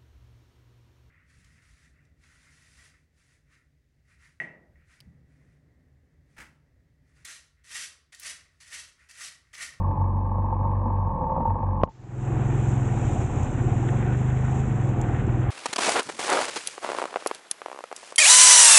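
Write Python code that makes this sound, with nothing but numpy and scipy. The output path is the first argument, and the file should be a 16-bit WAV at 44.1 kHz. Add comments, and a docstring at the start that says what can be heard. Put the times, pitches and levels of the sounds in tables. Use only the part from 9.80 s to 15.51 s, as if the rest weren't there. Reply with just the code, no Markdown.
"""A single-cylinder motorcycle filters past slow cars on a wet road, heard from microphones on the bike.
At first a close, muffled microphone hears only the shaking mount: crank drone, boxy rattle, chatter and knocks.
About two seconds in, the sound switches with a ringing click to an open microphone, over a faint hiss.
It fades up within half a second: exhaust pulses, engine clatter, wind and wet tyres.
Later, drops tick on the housing, gusts thud against it and a stone knocks the engine."""
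import sys
import numpy as np
from scipy import signal
from scipy.fft import rfft, irfft, next_fast_len
from scipy.io import wavfile
from scipy.ndimage import uniform_filter1d, map_coordinates

SR = 44100
rng = np.random.default_rng(int(sys.argv[2]) if len(sys.argv) > 2 else 0)


def materialize(psi):
    """Save the field psi as 16-bit PCM at rate SR to the path in sys.argv[1].

    A 1-D psi becomes a single channel; in a 2-D psi each row is a channel.
    """
    bounded = np.clip(np.atleast_2d(psi).T, -1, 1)
    quanta = np.round(bounded * 32767).astype(np.int16)
    wavfile.write(sys.argv[1], SR, quanta)


N = 251603

# Levels are relative: layer trims, normalising and the microphone gains act on them later.
# engine speed: (time [s], firing rate [firings/s])
ENGINE_SPEED = [(0, 23.1), (0.85, 24.1), (1.26, 23.7), (1.44, 18), (1.56, 17), (1.69, 23.3), (1.83, 24.6),
                (1.93, 22.9), (2.03, 22.8), (2.25, 20.07), (2.48, 22.2), (2.94, 22.23), (3.48, 16.08),
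                (3.78, 16.99), (4.34, 25.04), (4.85, 26.15), (4.96, 22.85), (5.39, 18.71), (5.71, 21.7)]
FIRING_AT = 2.5285  # the moment of one firing [s]

# crank drone in the mount: (time [s], level [dB])
DRONE_LEVEL = [(0, -23.5), (.27, -22), (.42, -23), (.5, -25.5), (.6, -23), (.7, -29), (.77, -24),
               (.87, -25), (.97, -22), (1.08, -26), (1.25, -23.5), (1.7, -24.5), (1.88, -23), (2.05, -24)]
# brief drops of the drone: (time [s], depth [dB])
DRONE_DIPS = [(.16, 12), (1.795, 19.5)]
DIP_S = 0.028  # half width of a dip, to 1/e of its depth in dB [s]
# The mount drones near cruising speed; at low revs the engine lugs and the mount rattles instead.
CRUISE_RATE = 23.2  # [firings/s]
DRONE_FADE, SWAY_FADE = 0.94, 4.8  # speed drops that give the full change of drone and of the rest [firings/s]
SWAY_DB, THRUM_DB, RATTLE_DB = -31, -34.34, -33  # at cruising speed
SWAY_LUG_DB, DRONE_LUG_DB, THRUM_LUG_DB, RATTLE_LUG_DB = -7.5, -12, 2, 2.5  # change when lugging
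DRONE_WAVER_DB = 1.5

# upper engine orders in the mount: (multiple of firing rate, level [dB])
MOUNT_ORDERS = [(3, -4.5), (5, -5.5), (6, 2.5), (7, -13), (8, -5.5), (9, -1.5), (10, -10.5), (11, -10.5),
                (13, -12.5), (14, -13.5), (15, -12.5)]
# road rumble under those orders: (frequency [Hz], level [dB])
THRUM_COLOUR = [(30, -43), (90, -7), (140, 3), (215, -6), (280, -7), (330, -9), (420, -16), (700, -36),
                (1500, -91.5)]
THRUM_RUMBLE = .8  # rumble amplitude against the engine orders

# resonances of the housing, passed twice: (frequency [Hz], width [Hz], level per pass [dB])
HOUSING_MODES = [(505.7, 79, -2), (897.7, 99, 0.5), (1002, 32, 2), (1079, 111, -3), (1642, 120, -13.5),
                 (1770, 130, -14.5), (2245, 79, -15.5), (2480, 170, -20), (3480, 37, -29)]
# tone of the housing after its resonances: (frequency [Hz], level [dB])
HOUSING_COLOUR = [(150, -5.5), (430, -1.5), (680, 1), (900, 0.5), (1190, 2.5), (1420, -9.5), (1580, -0.5),
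                  (2550, -6.5), (2900, -8), (3400, -9.5), (4200, -22), (6000, -28)]
# loose parts knocking at fixed points of the cycle: (share of cycle, level [dB])
KNOCKS = [(.03, 0), (.375, -6.5), (.575, -3.5), (.78, -5)]
# rattle with the roughness of the road: (time [s], added level [dB])
ROUGHNESS = [(0, -2), (.1, -2), (.2, -1), (.41, -3.5), (.6, -2), (.82, -.5), (1.0, -1), (1.18, -1),
             (1.28, -2.5), (1.36, -3), (1.43, -2.5), (1.55, -2.5), (1.67, -2.5), (1.76, -2.5), (2.0, -1.5)]
KNOCK_SCRAPE, RATTLE_BED = .6, .6  # scraping in each knock and even chatter, against the clean knock
# panels that buzz when the engine lugs, passed twice: (frequency [Hz], width [Hz], level per pass [dB])
PANELS = [(517, 61, 1), (897, 48, 4)]
BUZZ_DB = -2.5  # over the rattle, at full lugging
# valve tick in the mount: (frequency [Hz], level [dB])
TAPPET_COLOUR = [(1350, -38), (1560, 6), (1850, -2.5), (2100, -14), (2550, -13), (2900, -28), (5000, -50)]
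TAPPET_AT, TAPPET_DB = 0.58, -34.5  # share of the cycle, level over the rattle

# fine grit in the mount's rasp: (time [s], level [dB])
GRIT_LEVEL = [(0, -66.5), (.2, -71), (.4, -73), (.75, -70), (.85, -71), (.92, -65), (1.02, -72),
              (1.15, -68), (1.35, -75), (1.52, -71), (1.65, -64), (1.75, -69), (1.88, -67.5), (2.0, -74)]
# tone of the grit: (frequency [Hz], level [dB])
GRIT_COLOUR = [(1200, -29), (1600, 6.5), (1900, 2.5), (2100, -6), (2550, -1), (2850, -14.5), (3400, -14),
               (3600, -20), (4100, -19), (4800, -30), (8000, -52.5)]
GRIT_ROUGH_DB = 1.5

# knocks of the mount, from bumps and from the lugging engine: (time [s], level [dB])
MOUNT_KNOCKS = [(0.107, -29), (0.212, -25), (0.583, -26), (0.726, -24), (0.852, -25), (1.059, -28),
                (1.102, -23), (1.271, -24), (1.304, -26), (1.419, -22), (1.5, -21), (1.563, -19),
                (1.579, -22), (1.604, -18), (1.629, -21), (1.653, -16.5), (1.674, -21), (1.705, -22),
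                (1.755, -23), (1.829, -24)]
# ring of the knocked mount: (frequency [Hz], level [dB], t60 [s])
MOUNT_RING = [(520, -10, .05), (910, 0, .075), (1010, -10, .03), (1095, -7, .035)]
MOUNT_KNOCK_DB, SCRABBLE_T60, SCRABBLE_SHARE = 1, 0.04, 0.2  # gain; scrabble of loose parts: decay [s], share
# thumps of the mount on the roughest bumps: (time [s], level [dB])
THUMPS = [(.9, -23), (1.06, -22), (1.586, -16.5)]
# tone of a thump: (frequency [Hz], level [dB])
THUMP_COLOUR = [(90, -33), (170, -7.5), (225, 4.5), (300, -6), (450, -29), (900, -83.5), (3000, -130)]

# clicks at the microphone switch: (time [s], level [dB])
CLICKS = [(2.0155, -29), (2.0347, -7.5), (2.0752, -38.5)]
# ring of the clicks: (frequency [Hz], level [dB], t60 [s])
CLICK_RING = [(71, -4, 0.039), (167, -3.5, 0.03), (578, 10, 0.0094), (790, -10.5, 0.02), (1054, -1, 0.025),
              (2010, -22, 0.0075), (2900, -12.5, 0.0072)]
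# tone of the crack and hiss at the switch: (frequency [Hz], level [dB])
SWITCH_COLOUR = [(400, 0), (1500, 5), (3000, 0), (5000, -3), (7200, -1), (8300, -27), (10000, -45.5)]
SWITCH_HISS_DB = -66.5  # before the open microphone fades up
DROP_AT, FADE_IN_AT = 2.035, 2.092  # the close microphone falls quieter; the open one starts to fade in [s]
CLOSE_DB, CLOSE_DROP_DB, CLOSE_FALL_DB_PER_S = .5, 11.5, 903  # close microphone: gain, first drop, final fall
FADE_IN_S, FADE_START_DB, FADE_CURVE = 0.5, -32.5, 1.69  # fade-in time [s], gain at its start, slowing at its end

# throttle heard as exhaust: (time [s], level [dB])
THROTTLE = [(2.3, -24), (2.6, -23.5), (2.95, -22.5), (3.15, -23.5), (3.4, -23.5), (3.7, -24.5), (3.87, -21),
            (4.05, -23), (4.2, -22.5), (4.38, -22.5), (4.8, -23.5), (5.0, -23), (5.35, -23), (5.5, -21.5),
            (5.7, -24.5)]
# firings that burn weakly on a closing throttle: (time [s], loss [dB])
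WEAK_FIRINGS = [(2.98, 0), (3.07, 1), (3.515, 8), (3.7, 3.5), (4.875, 4), (5.152, 6), (5.24, 3.5)]
# exhaust thud: (frequency [Hz], level [dB])
THUD_COLOUR = [(15, -34), (30, -10), (45, -16.5), (65, -9), (90, 0), (112, 7.5), (129, 7), (150, -3.5),
               (185, -31), (230, -20), (400, -61.5), (900, -95.5), (3000, -140)]
# silencer chamber ringing on between firings: (frequency [Hz], width [Hz], level [dB])
SILENCER = [(127.7, 20, 0)]
# tone of that ringing: (frequency [Hz], level [dB])
SILENCER_COLOUR = [(170, -2), (400, -38.5), (2000, -91.5)]
SILENCER_DB = -8  # against the thud
# bark between the thuds: (frequency [Hz], level [dB])
BARK_COLOUR = [(110, -26), (175, -0.5), (222, 1.5), (245, 1.5), (275, -22), (700, -58.5), (1500, -110)]
# upper ring of the exhaust pipe: (frequency [Hz], level [dB])
PIPE_COLOUR = [(240, -28.5), (310, 2.5), (365, 1), (395, -9.5), (440, -30), (1500, -110)]
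# upper ring of the exhaust pipe: (time [s], level [dB])
PIPE_LEVEL = [(2.4, -39), (2.7, -38), (3.0, -41), (3.35, -40.5), (3.6, -49), (3.85, -36.5), (4.0, -34.5),
              (4.15, -39), (4.28, -38.5), (4.58, -50), (4.9, -40), (5.1, -44), (5.3, -35), (5.7, -39.5)]
# speeds at which a softer leading puff sets in and is full: (onset [firings/s], full [firings/s])
PUFF_RATES = (19, 22)
PUFF_LEAD, PUFF_SHARE = .355, .38  # lead [cycles], full size against the thud
THUD_HZ, THUD_LAG_S_PER_HZ = 120, 1.3e-4  # each thud sinks in pitch: its lower tones leave the silencer later
STUMBLE = 0.016  # scatter of the firing moment while the engine slows [cycles]
FIRING_SCATTER_DB, BARK_SCATTER_DB, TAPPET_SCATTER_DB = .6, 1.2, 1.2  # from one pulse to the next

# hum of the engine in the open air: (multiple of firing rate, level [dB])
ENGINE_TONES = [(2, -13), (6, -14.5), (7, -26), (8, -15), (9, -18), (10, -18.5), (12, -31), (16, -22.5)]
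# rush of engine, chain and tyres: (frequency [Hz], level [dB])
CLATTER_COLOUR = [(240, -27), (400, -3), (450, -0.5), (552, -4), (655, -8), (722, 1), (904, -5), (1110, -8),
                  (1470, -14.5), (1860, -19), (2040, -20), (2530, -19), (3500, -34.5), (4520, -47.5),
                  (5200, -51.5), (6760, -70), (11400, -120)]
RUSH_DB, RUSH_WAVER_DB, RUSH_DB_PER_OCTAVE = -37.0, 0.5, -0.5  # clatter and wind: level, waver, change with speed
# ringing engine cover: (time [s], level [dB])
COVER_LEVEL = [(2.5, -3.5), (2.9, -6), (3.0, -3), (3.17, 7), (3.3, 1), (3.38, -3), (3.48, -6), (3.8, -16),
               (3.93, 5), (4.15, 5.5), (4.25, -2.5), (4.65, -4), (4.77, 5), (4.93, -9), (5.25, 8.5),
               (5.45, -5.5), (5.7, 4)]
# resonances of the cover: (frequency [Hz], width [Hz], level [dB])
COVER_MODES = [(700, 25, -2.5), (820, 100, -7.5)]
# tone of the cover: (frequency [Hz], level [dB])
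COVER_COLOUR = [(2500, 4), (5000, -33.0)]
# resonances of the valve gear: (frequency [Hz], width [Hz], level [dB])
VALVE_MODES = [(1310, 140, -0.54), (1870, 150, -0.46)]
# tone of the valve gear: (frequency [Hz], level [dB])
VALVE_COLOUR = [(2200, 9), (3500, -26)]

# wind at the microphone, sheltered alongside a car: (time [s], level [dB])
GUSTS = [(2.4, -3), (3.3, 1.5), (3.6, -0.5), (3.95, 1), (4.25, -2.5), (4.42, -2.5), (4.75, -3),
         (4.88, -1.5), (5.1, 0), (5.55, 1.5), (5.7, -4)]
# tone of the wind: (frequency [Hz], level [dB])
WIND_COLOUR = [(12, -26.5), (28, -11), (50, -5), (62, -6), (82, 0), (115, -8), (180, -8), (225, -5),
               (265, -9.5), (320, -10.5), (370, -12), (430, -17), (700, -25), (2000, -86.5), (5000, -130)]

# swish of the treads in the water, swelling near 4.4 s and at the end: (time [s], level [dB])
TREAD_LEVEL = [(2.5, -51), (3.5, -53), (3.9, -49.5), (4.4, -47), (4.8, -49.5), (5.0, -52), (5.2, -49),
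               (5.7, -46.5)]
# tone of the treads: (frequency [Hz], level [dB])
TREAD_COLOUR = [(500, -20.5), (1000, -11), (1420, 3.5), (1650, 1.5), (1870, 0), (2150, -1), (2700, -7.5),
                (3600, -13.5), (5000, -53)]
# air ringing in the tread grooves, passed twice: (frequency [Hz], width [Hz], level [dB])
GROOVES = [(1483, 190, -3.5), (1837, 190, -7.5)]
# tyre spray with the wetness of the road: (time [s], level [dB])
WETNESS = [(2.6, -56.5), (3.3, -51.5), (3.65, -55.5), (4.75, -56), (5.7, -63)]
# fine hiss of the spray: (frequency [Hz], level [dB])
SPRAY_COLOUR = [(3000, -49), (4900, -20), (5600, -9.5), (6300, -1), (7450, 4.5), (8000, -3), (8900, -12.5),
                (9300, -32), (11000, -53)]
# lower swish of the spray: (frequency [Hz], level [dB])
SPRAY_SWISH_COLOUR = [(1200, -20.0), (2400, 2.5), (3100, -1.5), (3800, -4.0), (4600, -21.5), (6000, -54.5)]

# drops that hit the housing: (time [s], level [dB])
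DROPS = [(3.281, -43), (3.335, -44), (3.633, -35.5), (4.8034, -39), (5.092, -45), (5.215, -29),
         (5.468, -44)]
# tone of a drop: (frequency [Hz], level [dB])
DROP_COLOUR = [(1500, -14), (3000, -5), (4800, -15), (6200, 5.5), (7400, 13), (8800, -5), (10300, -34),
               (12000, -62), (15000, -90)]
SPLASH_DB, SPLASH_T60 = -19.5, 0.037  # splash after each tick: level, decay [s]
# gusts that buffet the housing: (time [s], level [dB])
BUFFETS = [(3.3, -32), (3.6, -29), (3.95, -35), (4.88, -30), (5.0, -30), (5.44, -34), (5.69, -24)]
# tone of a buffet: (frequency [Hz], level [dB])
BUFFET_COLOUR = [(30, -24.5), (65, -2), (88, 2), (110, -6), (160, -33), (400, -74), (2000, -140)]
BUFFET_S = 0.052  # half width of a gust, to 1/e of its amplitude [s]
# stones that knock the engine cover: (time [s], level [dB])
STONES = [(3.358, -27)]
# tone of a stone: (frequency [Hz], level [dB])
STONE_COLOUR = [(350, -27.0), (600, -1.0), (780, 3.5), (1100, -17.0), (3000, -43), (8000, -100)]
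TOP_HZ = 15800  # band limit of the output [Hz]


def amp(db):
    """Decibels to gain."""
    return 10 ** (np.asarray(db) / 20)


def unit(x):
    """Scale to rms 1."""
    return x / np.sqrt(np.mean(x ** 2) + 1e-20)


def curves(rows):
    """One value per sample for each column after the time."""
    times, *columns = np.transpose(rows)
    return [np.interp(np.arange(N) / SR, times, column) for column in columns]


def wobble(rate):
    """A smooth random curve, rate knots a second."""
    knots = rng.standard_normal(int(N * rate / SR) + 4)
    return map_coordinates(knots, [np.arange(N) * rate / SR])


def filtered(x, response):
    """x times a response of frequency, padded so that tails do not wrap."""
    size = next_fast_len(N + SR // 2)
    return irfft(rfft(x, size) * response(np.fft.rfftfreq(size, 1 / SR)), size)[:N]


def coloured(x, spectrum):
    """x shaped by (frequency [Hz], level [dB]) points on a log frequency axis, at rms 1."""
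    f, db = np.transpose(spectrum)
    return unit(filtered(x, lambda hz: amp(np.interp(np.log(hz + 1), np.log(f), db))))


def resonate(x, modes):
    """x rung through parallel band-pass resonances of alternating sign."""
    def response(f):
        total = 0
        for k, (centre, width, db) in enumerate(modes):
            damping = 1j * f * width
            total = total + (-1) ** k * amp(db) * damping / (centre * centre - f * f + damping)
        return total
    return filtered(x, response)


def noise():
    """White noise of rms 1."""
    return rng.standard_normal(N)


def pulses(cycle, scatter_db):
    """One impulse of random size each time the cycle count passes a whole number."""
    return np.diff(np.floor(cycle), prepend=np.floor(cycle[0])) * amp(scatter_db * noise())


def tail_time():
    """Time along a tenth of a second of decay [s]."""
    return np.arange(SR // 10) / SR


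def bursts(hits, t60):
    """A dying puff of noise after each impulse, at rms 1."""
    decay = amp(-60 * tail_time() / t60)
    return unit(signal.fftconvolve(hits, decay)[:N] * noise())


def blows(events):
    """One impulse for each (time [s], level [dB]) row."""
    hits = np.zeros(N)
    for s, db in events:
        hits[round(s * SR)] = amp(db)
    return hits


def dips(rows):
    """Loss in dB, a bell shape round each (time [s], depth [dB]) row."""
    t = np.arange(N) / SR
    return sum(depth * np.exp(-((t - s) / DIP_S) ** 2) for s, depth in rows)


def engine_cycle():
    """Count of four-stroke cycles: one firing and two crank turns each."""
    cycle = np.cumsum(curves(ENGINE_SPEED)[0]) / SR
    return cycle - cycle[round(FIRING_AT * SR)]


def shaking():
    """Levels in dB of crank sway, drone, thrum and rattle, and how much the engine lugs below cruising (0-1)."""
    slow = CRUISE_RATE - curves(ENGINE_SPEED)[0]
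    lug = np.clip(slow / SWAY_FADE, 0, 1)
    detuned = np.clip(slow / DRONE_FADE, 0, 1)
    dip_db = dips(DRONE_DIPS)
    sway_db = SWAY_DB + SWAY_LUG_DB * lug - .5 * dip_db
    drone_db = curves(DRONE_LEVEL)[0] + DRONE_LUG_DB * detuned - dip_db + DRONE_WAVER_DB * wobble(29)
    thrum_db = THRUM_DB + THRUM_LUG_DB * lug
    rattle_db = RATTLE_DB + RATTLE_LUG_DB * lug + curves(ROUGHNESS)[0]
    return sway_db, drone_db, thrum_db, rattle_db, lug


def crank_drone(cycle, sway_db, drone_db):
    """The piston shakes the mount once (sway) and twice (drone) per crank turn."""
    crank = 2 * np.pi * 2 * cycle
    return amp(sway_db) * unit(np.sin(crank)) + amp(drone_db - 1.5) * unit(np.sin(2 * crank))


def grit(cycle):
    """Fine uneven chatter in the mount, swelling once a cycle about the valve tick."""
    swell = 1 + 0.5 * np.cos(2 * np.pi * (cycle - TAPPET_AT - .1))
    chatter = noise() * swell * amp(GRIT_ROUGH_DB * wobble(200))
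    return amp(curves(GRIT_LEVEL)[0]) * coloured(chatter, GRIT_COLOUR)


def thrum(cycle):
    """Weaker engine orders, each wavering on its own, over road rumble."""
    lines = sum(amp(db + 1.8 * wobble(8)) * np.sin(2 * np.pi * (order * cycle + rng.random()))
                for order, db in MOUNT_ORDERS)
    return unit(unit(lines) + THRUM_RUMBLE * coloured(noise(), THRUM_COLOUR))


def housing(x):
    """x rung through the mount and the shell of the microphone housing, at rms 1."""
    return coloured(resonate(resonate(x, HOUSING_MODES), HOUSING_MODES), HOUSING_COLOUR)


def rattle(cycle, lug):
    """Loose parts knock and scrape in the housing, the valve ticks, and panels buzz as the engine lugs."""
    hits = sum(amp(db) * pulses(cycle - at + .012 * wobble(25), scatter_db=0.67) for at, db in KNOCKS)
    knocks = unit(hits) + KNOCK_SCRAPE * bursts(hits, t60=0.049) + RATTLE_BED * noise()
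    ticks = pulses(cycle - TAPPET_AT, TAPPET_SCATTER_DB)
    tappet = coloured(bursts(ticks, t60=0.027), TAPPET_COLOUR)
    buzz = unit(resonate(resonate(knocks, PANELS), PANELS))
    return housing(knocks) + amp(TAPPET_DB) * tappet + amp(BUZZ_DB) * lug * buzz


def mount(cycle):
    """The running engine as it reaches the close microphone through the mount."""
    sway_db, drone_db, thrum_db, rattle_db, lug = shaking()
    steady = crank_drone(cycle, sway_db, drone_db) + amp(thrum_db) * thrum(cycle)
    return steady + grit(cycle) + amp(rattle_db) * rattle(cycle, lug)


def mount_knocks():
    """Bumps and the lugging engine knock the mount: damped tones, and loose parts scrabble in the housing."""
    t = tail_time()
    ring = sum(amp(db - 60 * t / t60) * np.sin(2 * np.pi * hz * t) for hz, db, t60 in MOUNT_RING)
    ring = ring * (1 - np.exp(-(t / .0016) ** 2))  # soft onset
    hits = blows(MOUNT_KNOCKS)
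    knock = signal.fftconvolve(hits, ring / np.abs(ring).max())[:N]
    knock = filtered(knock, lambda hz: 1 / (1 + (hz / 1400) ** 8))
    scrabble = housing(bursts(hits, t60=SCRABBLE_T60))
    scrabble = hits.max() * scrabble / np.abs(scrabble).max()
    return amp(MOUNT_KNOCK_DB) * (knock + SCRABBLE_SHARE * scrabble)


def thumps():
    """Big bumps flex the mount with a dull thump of low noise."""
    t = np.arange(N) / SR
    envelope = sum(amp(db - 10.0 - 60 * np.abs(t - s) / 0.29) * (t >= s) for s, db in THUMPS)
    return uniform_filter1d(envelope, size=400) * coloured(noise(), THUMP_COLOUR)


def switch_click():
    """A switching click: damped tones and a crack of noise."""
    t = tail_time()
    ring = sum((-1) ** k * amp(db - 60 * t / t60) * np.sin(2 * np.pi * hz * t)
               for k, (hz, db, t60) in enumerate(CLICK_RING))
    ring = ring * (1 - np.exp(-t / .0006))  # soft onset
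    crack = amp(-48.0 - 60 * t / 0.075) * coloured(noise(), SWITCH_COLOUR)[:len(t)]
    return signal.fftconvolve(blows(CLICKS), ring + crack)[:N]


def microphone_switch():
    """Gains of close microphone, open microphone and hiss across the switch."""
    t = np.arange(N) / SR
    since = np.maximum(t - FADE_IN_AT, 0)
    switched = t > FADE_IN_AT
    drop = np.clip((t - DROP_AT) / 0.0059, 0, 1)
    close_gain = amp(CLOSE_DB - CLOSE_DROP_DB * drop - CLOSE_FALL_DB_PER_S * since)
    fade_left = np.clip(1 - since / FADE_IN_S, 0, 1) ** FADE_CURVE
    open_gain = switched * amp(FADE_START_DB * fade_left)
    return close_gain, open_gain, switched * (1 - open_gain) * amp(SWITCH_HISS_DB)


def sinking(hz):
    """All-pass response that delays the low part of a thud."""
    return np.exp(1j * np.pi * THUD_LAG_S_PER_HZ * (np.minimum(hz, 2 * THUD_HZ) - THUD_HZ) ** 2)


def exhaust(cycle, level_db):
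    """Each firing swells and dies in the silencer, with a bark between thuds; a slowing engine stumbles."""
    speed = curves(ENGINE_SPEED)[0]
    slowing = np.clip(-np.gradient(speed) * SR / 10, 0, 1)
    cycle = cycle + STUMBLE * uniform_filter1d(slowing, size=4000) * wobble(22)
    # a softer puff leads each thud once the engine is pulling
    puff_size = PUFF_SHARE * np.interp(speed, PUFF_RATES, (0, 1))
    puffs = puff_size * pulses(cycle + PUFF_LEAD, FIRING_SCATTER_DB)
    firings = -(pulses(cycle, FIRING_SCATTER_DB) + puffs) * amp(-dips(WEAK_FIRINGS))
    thud = coloured(filtered(firings, sinking), THUD_COLOUR)
    chamber = coloured(resonate(firings, SILENCER), SILENCER_COLOUR)
    boom = unit(thud + amp(SILENCER_DB) * chamber)
    echoes = pulses(cycle + .42, BARK_SCATTER_DB) + pulses(cycle - .17, BARK_SCATTER_DB)
    bark = amp(-15.0) * coloured(echoes, BARK_COLOUR)
    pipe = coloured(unit(echoes) + 0.3 * bursts(echoes, t60=.04), PIPE_COLOUR)
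    return amp(level_db - 0.73) * (boom + bark) + amp(curves(PIPE_LEVEL)[0]) * pipe


def engine_tones(cycle, level_db):
    """Crankcase and gears hum on multiples of the firing rate and glide with the engine speed."""
    lines = sum(amp(db + 1.5 * wobble(5)) * np.sin(2 * np.pi * order * cycle) for order, db in ENGINE_TONES)
    return amp(level_db) * lines


def cover(cycle):
    """An engine cover rings with each firing."""
    blow = pulses(cycle - .07, scatter_db=2.0)
    ring = resonate(0.54 * unit(blow) + bursts(blow, t60=0.13), COVER_MODES)
    return 0.37 * amp(curves(COVER_LEVEL)[0]) * coloured(ring, COVER_COLOUR)


def valve_rasp(cycle):
    """The valve gear, tapping twice a cycle, rasps harder as the engine turns faster."""
    speed = curves(ENGINE_SPEED)[0]
    taps = bursts(pulses(2 * cycle + .3, scatter_db=2.5), t60=.05)
    return 0.18 * (speed / speed.max()) * coloured(resonate(taps, VALVE_MODES), VALVE_COLOUR)


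def clatter(cycle, level_db):
    """Valve and piston ticks ride on a rush of chain and tyres, with the cover and valve gear over it."""
    cycle_ticks = bursts(pulses(cycle + .2, scatter_db=2), t60=.06)
    stroke_ticks = bursts(pulses(2 * 2 * cycle + .5, scatter_db=2.5), t60=.02)  # four a cycle
    rush = noise() * amp(1.3 * wobble(30))
    body = coloured(rush + .35 * cycle_ticks + .35 * stroke_ticks, CLATTER_COLOUR)
    return amp(level_db - 2.0) * (body + cover(cycle) + valve_rasp(cycle))


def wind(cycle, level_db):
    """Lumpy air noise round the bike, with an intake gulp between firings."""
    gulp = 1 + 0.2 * np.cos(2 * np.pi * (cycle - .55))
    return amp(level_db + 5.5) * coloured(noise() * gulp * amp(0.48 * wobble(19)), WIND_COLOUR)


def treads():
    """Tyres tear through the water on the road in rough clumps of splashes; the grooves ring in patches."""
    clumps = amp(3.4 * wobble(45) + 3 * wobble(350))
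    grooves = 0
    for hz, width, db in GROOVES:
        groove = [(hz, width, 0)]
        grooves = grooves + amp(db + 3 * wobble(14)) * unit(resonate(resonate(noise(), groove), groove))
    return amp(curves(TREAD_LEVEL)[0] - 3.0) * (coloured(noise() * clumps, TREAD_COLOUR) + grooves)


def spray(level_db):
    """Fine droplets thrown off the tyre hiss, over the lower swish of the tread in the water."""
    hiss = coloured(noise() * amp(1.5 * wobble(400)), SPRAY_COLOUR)
    swish = coloured(noise(), SPRAY_SWISH_COLOUR)
    return amp(level_db + 1.2 * wobble(12)) * (hiss + amp(-5) * swish)


def drops():
    """Single drops tick sharply on the housing and splash."""
    hits = blows(DROPS)
    tick = coloured(hits, DROP_COLOUR)
    tick = hits.max() * tick / np.abs(tick).max()
    t = tail_time()
    envelope = amp(-10 - 60 * t / 0.0086) + amp(SPLASH_DB - 60 * t / SPLASH_T60)
    splash = signal.fftconvolve(hits, envelope)[:N] * coloured(noise(), DROP_COLOUR)
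    return tick + splash


def buffets():
    """Short gusts thud softly against the housing as bell-shaped swells of low noise."""
    t = np.arange(N) / SR
    envelope = sum(amp(db) * np.exp(-((t - s) / BUFFET_S) ** 2) for s, db in BUFFETS)
    return envelope * coloured(noise(), BUFFET_COLOUR)


def stones():
    """A stone thrown up by the front wheel knocks dully on the engine: a decaying puff of coloured noise."""
    hits = blows(STONES)
    ring = coloured(bursts(hits, t60=0.11), STONE_COLOUR)
    return hits.max() * ring / np.abs(ring).max()


def scene():
    """The close microphone hears the mount; after the switch the open one hears engine, air and road."""
    cycle = engine_cycle()
    close_gain, open_gain, hiss_gain = microphone_switch()
    close = mount(cycle) + mount_knocks() + thumps()
    switching = switch_click() + hiss_gain * coloured(noise(), SWITCH_COLOUR)

    exhaust_db = curves(THROTTLE)[0]
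    octaves = np.log2(curves(ENGINE_SPEED)[0] / CRUISE_RATE)
    rush_db = RUSH_DB + RUSH_DB_PER_OCTAVE * octaves + RUSH_WAVER_DB * wobble(5.375)
    engine = exhaust(cycle, exhaust_db) + engine_tones(cycle, exhaust_db) + clatter(cycle, rush_db)
    moving_air = wind(cycle, rush_db + curves(GUSTS)[0]) + buffets()
    wet_road = treads() + spray(curves(WETNESS)[0]) + drops() + stones()
    open_air = engine + moving_air + wet_road

    floor = amp(-91.5) * noise()
    return (close_gain * close + switching + open_gain * open_air + floor)[None]


def record(dry):
    """Loud peaks overload softly, and nothing passes above the band limit."""
    soft = dry / (1 + np.abs(dry / .5) ** 6) ** (1 / 6)
    return np.array([filtered(x, lambda hz: hz < TOP_HZ) for x in soft])


dry = scene()
out = record(dry)
materialize(out)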